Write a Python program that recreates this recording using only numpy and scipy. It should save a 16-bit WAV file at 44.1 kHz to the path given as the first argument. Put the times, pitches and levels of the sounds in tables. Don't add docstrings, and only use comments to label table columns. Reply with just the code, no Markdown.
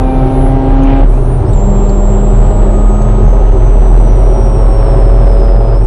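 import sys
import numpy as np
from scipy import signal
from scipy.fft import rfft, irfft
from scipy.io import wavfile
from scipy.ndimage import uniform_filter1d

SR = 44100
rng = np.random.default_rng(int(sys.argv[2]) if len(sys.argv) > 2 else 0)


def gain_from_db(level_db):
    decades = np.asarray(level_db, float) / 20
    return 10 ** decades


def generate_wav(sig):
    pcm = np.round(np.clip(np.atleast_2d(sig).T, -1, 1) * 32767).astype(np.int16)
    wavfile.write(sys.argv[1], SR, pcm)


N = 258426
T = np.arange(N) / SR


def curve(table, column=1):
    return np.interp(T, np.array(table)[:, 0], np.array(table)[:, column])


def burst(table):
    return gain_from_db(np.interp(T, *np.transpose(table), left=-200, right=-200))


def response(table, hz):
    table_hz, table_db = np.transpose(table)
    return gain_from_db(np.interp(np.log(hz), np.log(table_hz), table_db))


def walk(rate_hz):
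    hold = int(SR / rate_hz)
    levels = np.repeat(rng.standard_normal(N // hold + 1), hold)
    return 1.39 * uniform_filter1d(uniform_filter1d(levels, hold), hold)[:N]


def band(hz, width_hz):
    f = np.arange(N // 2 + 1) * SR / N + 1e-9
    resonance = 1 / (1 + ((f - hz * hz / f) / width_hz) ** 2)
    noise = irfft(rfft(rng.standard_normal(N)) * resonance, N)
    return noise / np.std(noise)


def tone(hz):
    cycles = np.cumsum(hz * np.ones(N)) / SR + rng.random()
    return np.sqrt(2) * np.sin(2 * np.pi * cycles)


# time in seconds, level in dB.
THROTTLE = [(0, 4.5), (.5, 2.5), (1.04, 2), (1.055, -18), (1.47, -22), (1.56, 0), (3, 0), (4.5, 0.5),
            (5.73, 2), (5.76, 2), (5.86, -10.5)]


def throttle():
    return curve(THROTTLE)


# time in seconds, boom change in dB, floor thud in dB.
BUMPS = [(.11, -5, 2), (.31, -11, -3.5), (.39, 2, 0), (.64, -9.5, 1), (.71, 5, 0.5), (0.779, 2.5, 1.5),
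         (.88, 3.5, 2.5), (1.04, 6.5, 1), (1.472, -10, 2), (1.522, 2.5, 3.5), (1.7, 1, 6.5), (2.23, -3, -1),
         (2.409, 5.5, 3.5), (2.45, -2.5, -0.5), (2.498, 4, 3), (2.551, -7.5, 0.5), (2.588, 5.5, 1.5),
         (2.79, -1, 3.5), (2.862, 4.5, -8), (3.121, 0, -2.5), (3.252, 2, 5.5), (3.49, 1, -12),
         (3.56, -5.5, 2.5), (3.789, 1.5, 3), (4.672, 5.5, 2.5), (4.77, -0.5, -2.5), (4.99, 0.5, 2),
         (5.12, 0.5, -2), (5.66, -2.5, -1), (5.81, 4, 2.5)]


def bumps(column):
    bump_s = 0.04
    return sum(row[column] * np.exp(-((T - row[0]) / bump_s) ** 2) for row in BUMPS)


# band centre in Hz, level in dB.
HISS = [(4000, -60), (6000, -56), (8000, -54.5), (9500, -60.5)]
# time in seconds, level in dB.
SQUEAL = [(.95, -75), (.97, -56), (1.1, -55), (1.25, -59), (1.28, -77)]
# time in seconds, level in dB.
PANEL_HUM = [(0, -57), (.45, -55), (.55, -73)]


def air():
    squeal_hz, panel_hum_hz = 7810, 3600
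    hiss = sum(gain_from_db(db + 1.0 * walk(6.2)) * band(hz, hz / 4) for hz, db in HISS)
    return hiss + burst(SQUEAL) * tone(squeal_hz) + burst(PANEL_HUM) * band(panel_hum_hz, 40)


# frequency in Hz, density in dB per Hz.
ROAR = [(32, -30), (55, -7.5), (69, -6), (86, -6.5), (131, -7), (177, -27), (270, -18.5), (399, -16.5),
        (480, -23.5), (658, -18), (1030, -33.5), (1280, -35.5), (1540, -45.5), (3680, -52), (4600, -77),
        (5980, -96.5), (10100, -120)]
# centre in Hz, width in Hz, level in dB.
TYRE_RING = [(385.5, 41.5, -22.5), (127, 18.4, -24)]


def road(firing_hz):
    roar_per_thud, roar_db_per_s = 0.067, 0.2
    rasp_per_throttle, rasp_low_gear_db, shift_s = 0.15, 1.5, 1.05
    thud_db = bumps(column=2)
    roar_db = roar_per_thud * thud_db + roar_db_per_s * (T - T.mean())
    rasp_db = rasp_per_throttle * throttle() + rasp_low_gear_db * (T < shift_s)
    swell = walk(15)
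    gate = 1 + 0.081 * tone(firing_hz / 2)
    out = 0
    for hz in 60 * 2 ** np.arange(0, 6.5, 1 / 3):
        level_db = thud_db if hz < 180 else roar_db if hz < 1600 else rasp_db
        flicker_db = 0.51 * swell + 0.85 * walk(8)
        noise = band(hz, hz / 3) * (gate if hz > 600 else 1)
        out = out + response(ROAR, hz) * np.sqrt(hz) * gain_from_db(level_db + flicker_db - 35.0) * noise
    for (hz, width_hz, db), level_db in zip(TYRE_RING, (roar_db, thud_db)):
        out = out + gain_from_db(db + level_db + 0.32 * walk(8.1)) * band(hz, width_hz)
    return out


# time in seconds, peak in dB, first ring in Hz, second ring in Hz, second ring in dB.
TICKS = [
    (0.834, -36.5, 6370, 9470, -4),
    (1.533, -34, 3720, 8970, -2),
    (1.893, -33.5, 4330, 4780, -3),
    (1.897, -41, 6400, 9250, -11),
    (3.019, -33.5, 6380, 4450, -7),
    (5.398, -42.5, 3800, 6350, -3),
]
# ring t60 in seconds, click level in dB.
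TRIM = (0.039, -2.5)


def ticks():
    out, t = np.zeros(N + 4096), np.arange(4096) / SR
    t60_s, click_db = TRIM
    shape = np.exp(-np.log(1000) * t / t60_s) * np.minimum(t / 0.00077, 1)
    clicks = np.diff(rng.standard_normal((len(TICKS), 4097)), axis=1)
    for (s, db, low_hz, high_hz, high_db), click in zip(TICKS, clicks):
        rings = np.sin(2 * np.pi * low_hz * t) + gain_from_db(high_db) * np.sin(2 * np.pi * high_hz * t)
        out[int(s * SR):][:4096] += gain_from_db(db) * shape * (rings + gain_from_db(click_db) * click)
    return out[:N]


# time in seconds, level in dB, pitch in Hz, t60 in seconds.
BLOWS = [
    (1.2, -7.5, 19, 0.32),
    (0.85, -26, 150, .1),
]


def blows():
    out = 0
    for s, db, hz, t60_s in BLOWS:
        t = np.maximum(T - s, 0)
        swing = np.sin(2 * np.pi * hz * t * (1 - 0.8 * t))
        shape = np.exp(-np.log(1000) * t / t60_s) * np.minimum(t / 0.0083, 1)
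        out = out + gain_from_db(db) * swing * shape
    return out


# time in seconds, level in dB.
HOWL = [(0, -55), (.6, -52), (.8, -44), (.9, -34), (.97, -37.5), (1.04, -41.5), (1.07, -63)]
# centre in Hz, width in Hz, level in dB.
HOWL_MODES = [(2375, 420, -2), (2850, 500, -6), (1890, 900, -4), (3580, 240, -18)]
# time in seconds, level in dB.
COAST = [(1.08, -81), (1.15, -59), (1.4, -66.5), (1.46, -86)]


def howl(firing_hz):
    air_column = sum(gain_from_db(db) * band(hz, width_hz) for hz, width_hz, db in HOWL_MODES)
    air_column = air_column * (1 + 0.45 * tone(firing_hz))
    teeth = tone(25.1 * firing_hz)
    return burst(HOWL) * air_column + burst(COAST) * teeth


# frequency in Hz, gain in dB.
WHINE_PANEL = [(7300, -37), (7600, -37), (7800, -41.5), (7930, -52.5), (8050, -43.5), (8200, -46),
               (8480, -52), (8700, -63), (9200, -43.5), (9600, -52), (9800, -54), (10000, -44.5),
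               (10060, -78)]
# frequency in Hz, gain in dB.
FOLD_PANEL = [(1600, -45), (1900, -52), (2400, -46), (2750, -48), (3000, -70), (4100, -72), (4600, -55),
              (5000, -48), (5600, -45), (6100, -48), (6450, -54), (6700, -66), (6950, -59), (7150, -80)]


def whine(hz):
    sampling_hz = 22050
    folded_hz = sampling_hz - 2 * hz
    skirt = 1 + 0.074 * band(250, 600)
    main = response(WHINE_PANEL, hz) * gain_from_db(1.0 * walk(18)) * tone(hz)
    folded_gain = response(FOLD_PANEL, folded_hz) * gain_from_db(2.0 * walk(25.1) + 0.15 * throttle())
    return skirt * (main + folded_gain * tone(folded_hz))


# time in seconds, rate in Hz.
SHAFT = [(0, 36.55), (1.05, 37.99), (1.5, 38.02), (3, 40), (4.5, 42.06), (5.86, 43.21)]
# time in seconds, level in dB.
BOOM = [(0, -7), (.2, -7), (.5, -6.5), (1.0, -7.5), (1.11, -4.5), (1.2, -9.5), (1.45, -9), (1.62, -6.5),
        (2.2, -5), (3.05, -6.5), (3.4, -3), (4.1, -3), (4.7, -7), (5.2, -2), (5.6, -2.5), (5.86, -5)]


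def boom():
    shaft = tone(curve(SHAFT) * (1 + 0.00679 * walk(6)))
    shudder = gain_from_db(-21.0) * band(36.7, 6.5)
    buffeting = gain_from_db(-20) * band(25.8, 5.6)
    opening_click = 0.75 * np.exp(-(T / 0.0004) ** 2)
    level_db = curve(BOOM) + bumps(column=1) - 0.52 + 0.8 * walk(12)
    return gain_from_db(level_db) * (shaft + shudder) + buffeting + opening_click


# time in seconds, pitch in Hz.
WHINE = [(0, 9765), (0.46, 9994), (0.75, 10105), (1.04, 10270), (1.1, 9981), (1.2, 9630), (1.43, 8940),
         (1.51, 8055), (1.55, 7500), (2, 7570), (2.8, 7776), (3.4, 7911), (4.1, 8092), (5, 8345),
         (5.73, 8518), (5.82, 8280), (5.85, 8255)]
# start in seconds, whine swing in Hz, decay in seconds.
WIND_UPS = [(.04, 32, .15), (1.55, -340, .085), (2.01, 14, .25), (2.41, 6, .2), (2.69, 9, .15),
            (3.05, 9, .25), (3.54, 28, .1), (3.88, 12, .15), (4.16, 15, .3), (4.65, 24, .15),
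            (5.08, 11, .2), (5.42, 10, .3)]


def revs():
    wind_up_period_s = 0.19
    hz = curve(WHINE)
    for s, swing_hz, decay_s in WIND_UPS:
        t = np.maximum(T - s, 0)
        hz = hz + swing_hz * np.sin(2 * np.pi * t / wind_up_period_s) * np.exp(-t / decay_s)
    return hz


# multiple of firing rate, level in dB, share that follows the throttle (0-1).
ORDER = [(.5, -1.5, 0), (1, -2, 0.4), (1.5, -20, 0.7), (2, -5.5, 1), (2.5, -5.5, 1), (3, -3.5, 1),
         (3.5, -11.5, 1), (4, -12, 0.1), (4.5, -14.5, 0.93), (5, -12.5, 1), (5.5, -17, 0.95),
         (6, -12, 0.87), (7, -21, 0.93)]
# centre in Hz, width in Hz, gain in dB.
CABIN = [(112, 6.5, -16.5), (129.2, 17.6, -18), (202, 14.2, -17), (272.1, 13, -11.5), (415, 21, -26.5),
         (462.5, 16, -19), (561, 23.7, -18.5), (596, 47, -27.5), (688, 7.4, -16.5), (830, 134, -22.5),
         (944, 56, -25.5), (1096, 4.9, -25), (1244, 23, -24.5)]


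def engine(firing_hz):
    cabin_floor_db = -39
    ports_open_s, ports_db = 3.28, -5
    out, throttle_db = 0, throttle()
    for multiple, db, share in ORDER:
        hz = multiple * firing_hz
        power = gain_from_db(2 * cabin_floor_db)
        for mode_hz, width_hz, gain_db in CABIN:
            power = power + gain_from_db(2 * gain_db) / (1 + (2 * (hz - mode_hz) / width_hz) ** 2)
        level_db = 1.0 + db + share * throttle_db + 1.0 * walk(9)
        level_db = level_db + ports_db * (multiple == 1) * (T > ports_open_s)
        out = out + np.sqrt(power) * gain_from_db(level_db) * tone(hz)
    return out


def scene():
    whine_hz = revs() * (1 + 0.0002 * walk(8))
    firing_hz = whine_hz / 37.67
    drive = boom() + engine(firing_hz) + howl(firing_hz) + whine(whine_hz) + blows()
    return (drive + road(firing_hz) + air() + ticks())[None]


def thin_treble(x):
    keep_db, patchy_db, from_hz = 4, 3.5, 4300
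    f, _, z = signal.stft(x, SR, nperseg=3072)
    patches = np.kron(rng.standard_normal((len(f) // 20 + 1, z.shape[-1] // 2 + 1)), np.ones((20, 2)))
    patches = patches[:len(f), :z.shape[-1]]
    usual = uniform_filter1d(np.median(np.abs(z), axis=-1, keepdims=True), size=41, axis=-2)
    slope = np.clip((f - from_hz) / 2500, 0, 1)[:, None]
    lost = np.abs(z) < slope * usual * gain_from_db(keep_db + patchy_db * patches)
    return signal.istft(np.where(lost, 0.12 * z, z), SR, nperseg=3072)[1][..., :N]


def low_pass(x):
    return signal.sosfilt(signal.butter(12, 12600, fs=SR, output="sos"), x)


# time in seconds, level in dB.
FADE = [(0, 0), (5.3, 0), (5.86, -1.9)]


def record(dry):
    ceiling, knee, top_hz = 0.975, 37.6, 10000
    clipped = thin_treble(dry / (1 + np.abs(dry / ceiling) ** knee) ** (1 / knee))
    top = signal.ellip(8, 0.1, 33, top_hz, fs=SR, output="sos")
    settled = signal.sosfilt_zi(top)[:, None] * clipped[0, 0]
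    cut = signal.sosfilt(top, clipped, zi=settled)[0]
    cut = np.clip(cut, -0.988 * ceiling, 0.988 * ceiling)
    return low_pass(cut * gain_from_db(curve(FADE)))


dry = scene()
out = record(dry)
generate_wav(out)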